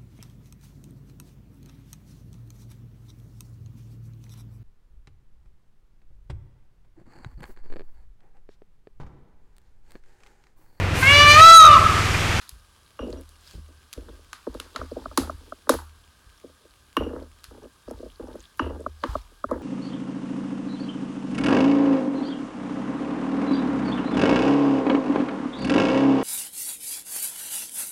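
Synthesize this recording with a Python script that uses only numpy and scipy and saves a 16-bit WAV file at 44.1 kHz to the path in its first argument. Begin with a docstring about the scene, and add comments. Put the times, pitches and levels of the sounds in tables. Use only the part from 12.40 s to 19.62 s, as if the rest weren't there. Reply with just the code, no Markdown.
"""Small clacks first, over wet rustle and a faint appliance hiss, then a stone pestle pounding and grinding wet food
in a stone mortar. The microphone stands on the same kitchen table: knocks reach it through the top as ringing modes,
treble first and bass last, and shoves rock the table in slow modes. Clacks of stone and steel tongs come through
the air as noise cracks with room tails, and the bowl rings. Paste is shaped noise, snapping films and pitched pops."""
import sys
import numpy as np
from scipy import signal
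from scipy.fft import rfft, irfft, next_fast_len
from scipy.io import wavfile
from scipy.ndimage import uniform_filter1d, map_coordinates

SR = 44100
rng = np.random.default_rng(int(sys.argv[2]) if len(sys.argv) > 2 else 0)


def inscribe(sig):
    """Save sig as 16-bit PCM at rate SR to the path in sys.argv[1].

    A 1-D sig is mono; a 2-D sig holds one channel per row.
    Samples are clipped to [-1, 1] before scaling.
    """
    pcm = np.round(np.clip(np.atleast_2d(sig).T, -1, 1) * 32767)
    wavfile.write(sys.argv[1], SR, pcm.astype(np.int16))


def boost_factor(decibels):
    """Convert a level in decibels to a linear amplitude factor."""
    exponent = np.asarray(decibels, float) / 20
    return 10 ** exponent


N = 318402  # length in samples

# kitchen background colour: f/Hz, density/dB per Hz
HISS_COLOUR = [(15, -19), (25, 2.5), (65, 11), (124, 1), (167, -5), (410, -11.5), (651, -26.5), (1220, -18),
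               (1600, 0), (2040, -26), (3230, -9.5), (5570, -22.5), (11000, -14.5), (15200, -43.5),
               (16500, -46.5)]
HISS_DB = -60.5
# rustle of paste and hand: f/Hz, density/dB per Hz
RUSTLE_COLOUR = [(470, -9), (800, -11), (1230, -1), (1440, -17.5), (1920, -14.5), (2440, -14),
                 (4990, -12.5), (5720, -15), (11000, -23.5), (16000, -25.5)]
# hiss of squeezed paste: f/Hz, density/dB per Hz
SQUEEZE_COLOUR = [(1000, -11.5), (2200, -10.5), (3300, -5.5), (5000, -5), (5800, -11.5), (9000, -13.5),
                  (16000, -22.5)]
# the hand squeezes through the paste: middle t/s, half-length/s, level/dB
SQUEEZES = [(0.028, 0.12, -60), (0.71, 0.043, -62), (1.1, 0.083, -54), (1.695, 0.063, -69.5),
            (2.53, 0.68, -60), (3.105, 0.091, -71), (5.61, 0.18, -66), (6.028, 0.082, -62.5),
            (6.72, 0.098, -53)]
# the loudest wet pockets: t/s, level/dB, f/Hz
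POPS = [(0.7289, -29, 4300), (0.8126, -48, 3560), (0.9657, -46, 5100), (1.2825, -46, 6100),
        (4.828, -42, 4510), (5.4854, -43, 4900), (5.4963, -40, 5230), (5.59, -43, 3810),
        (5.7025, -38.5, 3130), (5.72, -44, 3420), (5.76, -42, 4420), (5.8753, -44, 5950),
        (5.9313, -42, 3650), (5.9579, -40, 10700), (5.997, -41, 6510), (6.006, -32.5, 6590),
        (6.0104, -46, 3290), (6.0277, -39, 8260), (6.0413, -38, 3340), (6.0556, -35.5, 3500),
        (6.4063, -37, 8500)]
WET_DB = -62.5  # steady rustle
CRACKLE_PER_S, CRACKLE_DB = 26, -44  # sticky films snap
POP_CYCLES = 19  # cycles in which a pocket dies by 60 dB
# shoves that rock the whole table: t/s, quick rocking level/dB, slow rocking level/dB
SHOVES = [(0.121, -51, -48), (0.607, -44, -40.5), (0.659, -48, -53), (0.714, -37, -43),
          (1.146, -38.5, -42.5), (1.186, -48, -65), (1.571, -42, -41.5), (1.703, -51, -47.5),
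          (2.091, -63, -46), (2.152, -45, -47), (2.39, -34.5, -43), (2.54, -43, -49), (2.609, -59, -51),
          (2.672, -45, -47), (2.8, -30.5, -41), (2.94, -42, -46.5), (3.329, -32.5, -43),
          (3.861, -56, -54.5), (4.07, -55, -62.5), (4.592, -30, -36.5), (4.753, -39, -46.5),
          (5.079, -49.5, -51), (5.228, -56, -58), (5.466, -48, -51.5), (5.54, -44, -47), (5.648, -61, -49),
          (5.819, -45, -48), (5.903, -46, -53), (5.992, -75, -57), (6.22, -26.5, -40.5), (6.313, -52, -44),
          (6.47, -40.5, -48.5), (6.686, -34.5, -33.5), (6.759, -42, -43), (7.061, -40.5, -49.5),
          (7.128, -38.5, -45)]
# the table on its legs, quick then slow rocking modes: f/Hz, level/dB, t60/s
LEG_MODES = [
    [(76.26, 0, 0.73), (130, -6.5, 0.036)],
    [(54, 13, .2), (36.76, -1.5, 0.94), (47.6, -1.5, .45), (149, -12, 0.033)],
]
# clacks heard through the air: t/s, level/dB, tilt/dB per octave, room level/dB
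CLACKS = [(0.0137, -46.5, 0, -2.5), (0.0928, -32.5, 7.5, -21.5), (0.5913, -37, -22, -13.5),
          (0.7312, -47.5, 2, -13.5), (0.811, -44, 17, -28.5), (0.8917, -44.5, 6.5, -19),
          (1.111, -44, 0.5, -23), (1.5295, -32.5, 3, -28), (1.536, -34.5, 3.5, -20),
          (1.931, -31, -1, -17.5), (2.1432, -42.5, 1.5, -13), (2.2, -27, 0, -20.5),
          (2.361, -24.5, -4.5, -16), (2.775, -17, 4, -15), (3.2935, -16, 4.5, -14.5),
          (3.3407, -32, 16, -18.5), (4.5684, -14.5, -13.5, -24), (4.568, -32.5, 17.5, -22.5),
          (5.037, -51.5, 2.5, -6), (5.042, -36, 4, -20), (5.051, -46.5, -2, -26), (5.511, -42, 7, -37),
          (6.174, -45.5, 14, -15), (6.1941, -28.5, -8.5, -14), (6.6372, -20, -9.5, -19.5),
          (7.1123, -43.5, 4, -20)]
# clack colour: f/Hz, density/dB per Hz
CLACK_COLOUR = [(590, -27), (1000, -14.5), (1110, -7), (2440, -17.5), (4090, -13.5), (4990, -15),
                (5670, -20), (6530, -19), (8860, -25), (11100, -19), (12500, -31), (15600, -38.5),
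                (16500, -39)]
# decay of the room: f/Hz, t60/s
ROOM_DECAY = [(500, 0.88), (2000, 0.3), (6000, 0.28), (14000, 0.34)]
CLACK_MS, LONGER_DB_PER_DB = 9.04, 0.32  # crack length at 0 dB; weaker cracks are shorter
ROOM_TILT_SHARE, ROOM_TILT_DB = 0.77, -0.9  # the tail keeps part of the crack's tilt, less some dB per octave
# modes of the mortar bowl, the last an overtone: f/Hz, level/dB, t60/s
BOWL_MODES = [(2845, 0, .045), (2755, -6, .03), (2940, -11, .025), (5696, -9, .035)]
# contacts that set the bowl ringing: t/s, level/dB, chatter length/s, overtone level/dB, chatter level/dB
BOWL_RINGS = [(0.5915, -39, .12, -3, -31), (.77, -67, .025, 14, -18), (.915, -66, .04, -10, -18),
              (4.568, -23, .15, -8, -39), (6.195, -28, .12, -11, -37)]
CHATTER_T60_S = .6  # fading of the chatter before the pestle lifts
# table-top modes in a high, middle and low group: f/Hz, level/dB, t60/s, arrival lag/s
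TABLE_MODES = [
    [(1940, -25, 0.0051, 0.0021), (1470, -13, 0.007, 0.0016), (1269, -18.5, 0.026, 0.0024),
     (1104, -9, 0.0057, 0.0052), (870, -13, 0.019, 0.0038)],
    [(707.4, -4.5, 0.013, 0.0029), (585, 3, 0.024, 0.0035), (469.6, 3.5, 0.04, 0.0061)],
    [(337, 5, 0.063, 0.0066), (260.3, 7, 0.078, 0.01), (191.8, -14, 0.14, 0.0091)],
]
# strokes of the pestle dragging on rough stone: start t/s, length/s, level/dB, hardness/dB
STROKES = [(0.619, 0.08, -33.5, -19), (0.737, 0.072, -43.5, -16), (1.136, 0.045, -51, -16),
           (1.289, 0.023, -55, -22), (1.562, 0.29, -47, -16), (2.071, 0.36, -46, -6),
           (2.357, 0.087, -42.5, -20), (2.555, 0.27, -44.5, -5.5), (2.782, 0.14, -40, -5),
           (2.965, 0.41, -51.5, -9), (3.298, 0.117, -46.5, 8), (4.037, 0.069, -55, -22),
           (4.209, 0.043, -61, -20), (4.603, 0.25, -33, -12), (5.11, 0.076, -52, -7),
           (5.215, 0.06, -51.5, -8), (5.482, 0.082, -49, -3), (5.593, 0.083, -44.5, -20),
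           (5.809, 0.094, -47, -4.5), (5.927, 0.054, -42, -12.5), (6.202, 0.15, -35.5, -7),
           (6.361, 0.12, -44, -17), (6.635, 0.0095, -29.5, -18), (6.672, 0.1, -50, 5.5),
           (7.093, .14, -36, -6)]
BITE_S, LIFT_S, SLACKEN_DB_PER_S = 0.0163, 0.032, 68  # a stroke bites, loses pressure, lifts
WANDER, WANDERS_PER_S = .07, 14  # share by which the dragging pestle shifts the modes; moves a second
# strong knocks (pestle blows, tongs laid down, a ringing clack):
# t/s, level/dB, hardness/dB, weight/dB, tilt/dB per octave, brightest f/Hz
# hardness lifts the high modes around the brightest pitch, weight the low
STRONG_KNOCKS = [(0.593, -28, 12.5, -7.5, 0.5, 1280), (1.932, -64.5, 42, 9, 8, 1740),
                 (2.776, -22, 26.5, 3, -1.5, 1260), (3.294, -6.5, 2.5, -6, 8.5, 1225),
                 (4.568, -19, 17, -2.5, 1, 890), (6.196, -30.5, 33.5, 7, 2, 1510),
                 (6.638, -24.5, 23, -14, 1.5, 1310), (7.113, -15, 12.5, -15, -3, 1200)]
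# a foot of the rocking mortar drops on the table: t/s, level/dB
TOCKS = [(2.364, -31.5), (2.415, -28), (2.658, -26.5), (2.714, -39), (2.834, -35), (2.897, -26.5),
         (3.123, -30), (6.464, -21), (6.754, -19.5), (7.042, -20)]
# what a tock rings with: f/Hz, level/dB, t60/s, arrival lag/s
FOOT_MODES = [(1237, 14.5, 0.01, 0.0022), (1460, 1, 0.0054, 0.0034), (622, 9, 0.016, 0.004),
              (395, -8.5, 0.028, 0.014), (261, -4.5, 0.044, 0.0049)]
# the pestle bumps over the rough stone through paste: t/s, level/dB, hardness/dB
BUMPS = [(0.617, -42, 19), (0.626, -29.5, -2), (0.642, -34.5, 2), (0.665, -38, -2), (0.681, -33, -3),
         (0.692, -34, -9), (0.702, -42, -8), (0.728, -30, 3), (0.756, -47, -5), (0.783, -42, 0),
         (0.812, -59, -5), (1.284, -51, -2), (1.575, -32.5, -9), (1.618, -44, -5), (1.685, -37, 13),
         (1.695, -42.5, 10), (1.789, -55, -5), (2.069, -21.5, 8), (2.147, -28.5, 9), (2.198, -39.5, 3),
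         (2.348, -36.5, 11), (2.388, -39, 10), (2.515, -27, 0), (2.566, -25.5, -7), (3.27, -36.5, 17),
         (3.32, -27.5, 23), (3.338, -25, 16), (3.347, -27, 18), (4.04, -33.5, -6), (4.249, -47, 0.5),
         (4.606, -22.5, 7), (4.619, -28, 0), (4.663, -21, -12), (4.709, -31.5, -5), (4.732, -26.5, 5),
         (4.762, -30.5, 12), (4.819, -36, -4), (5.11, -41, 9), (5.176, -41, -12), (5.235, -38, 5),
         (5.253, -37.5, 3), (5.479, -30.5, 3.5), (5.509, -27.5, 7.5), (5.574, -48, -8), (5.599, -38, 0),
         (5.628, -32.5, -5), (5.659, -36, -2), (5.797, -26.5, 2.5), (5.833, -31, -10), (5.881, -35, 0),
         (5.91, -41.5, 9), (5.952, -31.5, 0), (6.264, -25, 1), (6.305, -30.5, 11.5), (6.359, -39, 0),
         (6.392, -33.5, -10), (6.405, -33, -8), (6.916, -51, 14), (7.158, -26.5, -5)]
# the pestle lands softly, cushioned by paste, and only thuds: t/s, level/dB, f/Hz
THUDS = [(1.133, -41, 199), (1.149, -37, 167), (1.169, -36.5, 189), (1.186, -34, 154), (4.584, -30, 165)]
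FOCUS_DB = 15  # loss of a high mode one octave off the brightest pitch
BUMP_BRIGHTEST_HZ, BUMP_LOW_DB = 1200, -10  # low: how a bump drives the low modes
BUMP_LAG_SHARE = .65  # a light bump glides less than a strong knock
THUD_T60_S, THUD_SWELL_S = 0.042, 0.0092


def unit(x):
    """Scaled to rms 1."""
    return x / np.sqrt(np.mean(x ** 2) + 1e-20)


def along(points, hz):
    """Interpolates (f/Hz, value) points on a log frequency axis."""
    f, v = np.transpose(points)
    return np.interp(np.log(hz + 1), np.log(f + 1), v)


def filtered(x, response):
    """x shaped by a response of frequency."""
    m = next_fast_len(x.shape[-1] + 8192)
    spectrum = rfft(x, m) * response(np.fft.rfftfreq(m, 1 / SR))
    return irfft(spectrum, m)[..., :x.shape[-1]]


def ring(hz, db, t60, lag, t):
    """A sine mode that swells over twice its arrival lag while decaying by 60 dB in each t60."""
    rise = np.sin(np.pi / 2 * np.clip(t / (2 * lag), 0, 1)) ** 4
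    return boost_factor(db - 60 * (t - lag) / t60) * rise * np.sin(2 * np.pi * hz * t)


def add(out, s, x):
    """Mixes x into out at time s."""
    part = out[max(round(s * SR), 0):][:len(x)]
    part += x[:len(part)]


def grains(rate, spread_db):
    """Random impulses of either sign and uneven size, about rate a second."""
    hit = rng.random(N) < rate / SR
    sign = np.sign(rng.standard_normal(N))
    return hit * sign * boost_factor(spread_db * rng.standard_normal(N))


def hiss():
    """The steady kitchen background: coloured noise, slightly patchy in time and pitch."""
    z = signal.stft(rng.standard_normal(N), nperseg=512)[2]
    patches = uniform_filter1d(rng.standard_normal(z.shape), 6, 0)
    patches = uniform_filter1d(patches, 14, 1)
    noise = signal.istft(z * boost_factor(1.8 * unit(patches)), nperseg=512)[1][:N]
    return boost_factor(HISS_DB) * unit(filtered(noise, lambda hz: boost_factor(along(HISS_COLOUR, hz))))


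def rustle():
    """Paste rustles: gritty noise, hissing squeezes, snapping films and wet pockets that pop at their own pitch."""
    clock, t = np.arange(N) / SR, np.arange(SR // 50) / SR

    def grit(colour):
        grain_noise = rng.standard_normal(N) + 0.62 * unit(grains(450, spread_db=2.5))
        return unit(filtered(grain_noise, lambda hz: boost_factor(along(colour, hz))))

    squeeze = sum(boost_factor(db) * np.exp(-((clock - s) / half) ** 2) for s, half, db in SQUEEZES)
    film = np.diff(boost_factor(-60 * t / .006) * rng.standard_normal(len(t)))
    snaps = signal.fftconvolve(grains(CRACKLE_PER_S, spread_db=4), film)[:N]
    snaps = filtered(snaps, lambda hz: 1 / (1 + (hz / 8000) ** 2) ** 2)
    out = boost_factor(WET_DB) * grit(RUSTLE_COLOUR) + squeeze * grit(SQUEEZE_COLOUR) + boost_factor(CRACKLE_DB) * snaps
    for s, db, hz in POPS:
        add(out, s - .001, ring(hz, db, POP_CYCLES / hz, 0.81 / hz, t))
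    # small pockets at random places, louder in a squeeze
    for place, pitch, size in rng.random((260, 3)):
        hz = 2800 * 3.5 ** pitch
        wetness = boost_factor(WET_DB) + squeeze[int(place * N)]
        add(out, place * N / SR, wetness * ring(hz, 18 * size ** 2 + 1, 22 / hz, 2 / hz, t))
    return out


def sway():
    """Each shove sets the table rocking on its legs in quick and slow decaying modes."""
    out, t = np.zeros(N), np.arange(SR) / SR
    for s, *group_db in SHOVES:
        for modes, strength_db in zip(LEG_MODES, group_db):
            add(out, s, sum(ring(hz, strength_db + db, t60, 0.006, t) for hz, db, t60 in modes))
    return out


def clacks():
    """Contacts through the air: a noise crack of a few milliseconds, then a tail dying at the room's rate per pitch."""
    out, t = np.zeros(N), np.arange(SR // 2) / SR

    def colour(hz, tilt_db):
        tilted = boost_factor(along(CLACK_COLOUR, hz) + tilt_db * np.log2((hz + 1) / 5000))
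        return tilted / (1 + (800 / (hz + 1)) ** 4)

    for s, db, tilt_db, room_db in CLACKS:
        length_ms = CLACK_MS * boost_factor(LONGER_DB_PER_DB * db)
        burst = np.clip(t / 0.00028, 0, 1) * np.exp(-(1000 * t / length_ms) ** 2)
        crack = unit(filtered(rng.standard_normal(len(t)), lambda hz: colour(hz, tilt_db))) * burst
        hz, frames, z = signal.stft(rng.standard_normal(len(t)), SR, nperseg=256)
        decay = boost_factor(-60 * frames[:, None] / along(ROOM_DECAY, hz))
        fading = z * (colour(hz, ROOM_TILT_SHARE * tilt_db + ROOM_TILT_DB) * decay).T
        tail = signal.istft(fading, SR, nperseg=256)[1][:len(t)]
        tail = tail / np.std(tail[:400]) * np.clip(t / 0.0034, 0, 1)
        add(out, s - .0005, boost_factor(db) * (crack + boost_factor(room_db) * tail))
    return out


def bowl():
    """A first contact, then chattering on the stone that dies off, keep the damped bowl modes ringing roughly."""
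    out, t = np.zeros(N), np.arange(SR // 2) / SR
    *body, overtone = [ring(hz, db, t60, 0.00041, t) for hz, db, t60 in BOWL_MODES]
    for s, db, length, overtone_db, chatter_db in BOWL_RINGS:
        noise = rng.standard_normal(len(t))
        unevenness = unit(uniform_filter1d(rng.standard_normal(len(t)), size=400))
        chatter = noise * boost_factor(2.3 * unevenness + chatter_db - 60 * t / CHATTER_T60_S)
        chatter = chatter / (1 + (t / length) ** 6)
        chatter[0] = 1  # the first contact
        add(out, s, boost_factor(db) * signal.fftconvolve(chatter, sum(body) + boost_factor(overtone_db) * overtone))
    return out


def grinding():
    """Stone bumps catch and let go, each a tiny knock into table modes that wander; hard contact is brighter."""
    t, clock, out = np.arange(SR // 5) / SR, np.arange(N) / SR, np.zeros(N)
    bumps = unit(grains(170, spread_db=3.5))
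    path = rng.standard_normal(int(N * WANDERS_PER_S / SR) + 4)
    place = map_coordinates(path, [clock * WANDERS_PER_S])
    press, hard = np.zeros((2, N))
    for s, length, db, hard_db in STROKES:
        bite = np.clip((clock - s) / BITE_S + 1, 0, 1)
        lift = np.clip((s + length - clock) / LIFT_S + 1, 0, 1)
        stroke = (bite * lift) ** 2 * boost_factor(db - SLACKEN_DB_PER_S * np.clip(clock - s, 0, length))
        press, hard = press + stroke, hard + boost_factor(hard_db) * stroke
    # the wandering place is taken in three steps, each with its own mode pitches
    for side in (-1, 0, 1):
        near = bumps * (np.round(np.clip(place, -1, 1)) == side)
        high, middle, low = [sum(ring(hz * (1 + WANDER * side), db, 1.1 * t60, .6 * lag, t)
                                 for hz, db, t60, lag in modes) for modes in TABLE_MODES]
        soft = boost_factor(-6.0) * middle / np.linalg.norm(middle) + boost_factor(-2) * low / np.linalg.norm(low)
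        bright = high / np.linalg.norm(high)
        out += (signal.fftconvolve(near * press, soft) + signal.fftconvolve(near * hard, bright))[:N]
    return out


def knocks():
    """Bending waves travel faster at high pitch, so knocks through the top glide from tock to thud."""
    out, t = np.zeros(N), np.arange(SR // 5) / SR

    def focused(at_hz):
        high = [(hz, db - FOCUS_DB * np.log2(hz / at_hz) ** 2, t60, lag) for hz, db, t60, lag in TABLE_MODES[0]]
        return [high] + TABLE_MODES[1:]

    light = [[(hz, db, t60, BUMP_LAG_SHARE * lag) for hz, db, t60, lag in modes]
             for modes in focused(BUMP_BRIGHTEST_HZ)]
    # each contact: t/s, mode groups, level/dB of each group, tilt/dB per octave
    contacts = [(s, focused(at_hz), (db + hard_db, db, db + weight_db), tilt_db)
                for s, db, hard_db, weight_db, tilt_db, at_hz in STRONG_KNOCKS]
    contacts += [(s, [FOOT_MODES], [db], 0) for s, db in TOCKS]
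    contacts += [(s + 0.00098, light, (db + hard_db, db, db + BUMP_LOW_DB), 0) for s, db, hard_db in BUMPS]
    contacts += [(s, [[(hz, 0, THUD_T60_S, THUD_SWELL_S)]], [db], 0) for s, db, hz in THUDS]
    for s, groups, group_db, tilt_db in contacts:
        for modes, strength_db in zip(groups, group_db):
            # pitch, level and lag vary a little from contact to contact
            chance = rng.standard_normal((len(modes), 3))
            for (hz, db, t60, lag), (a, b, c) in zip(modes, chance):
                level_db = strength_db + db + b + tilt_db * np.log2(hz / 500)
                add(out, s - .002, ring(hz * (1 + 0.031 * a), level_db, t60, lag * boost_factor(0.4 * c), t))
    return out


def scene():
    """Airborne and table-borne sound summed at one microphone on the table."""
    return (hiss() + rustle() + sway() + clacks() + bowl() + grinding() + knocks())[None]


def top_cut(x):
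    """Nothing passes above the cut-off."""
    return signal.sosfilt(signal.butter(12, 17110, fs=SR, output="sos"), x)


def record(dry):
    """The microphone drops the deepest bass, and a band limit at 16.6 kHz ends the treble."""
    mix = filtered(dry, lambda hz: (hz < 16600) / (1 + (28 / (hz + 1)) ** 4))
    return top_cut(mix)


dry = scene()
out = record(dry)
inscribe(out)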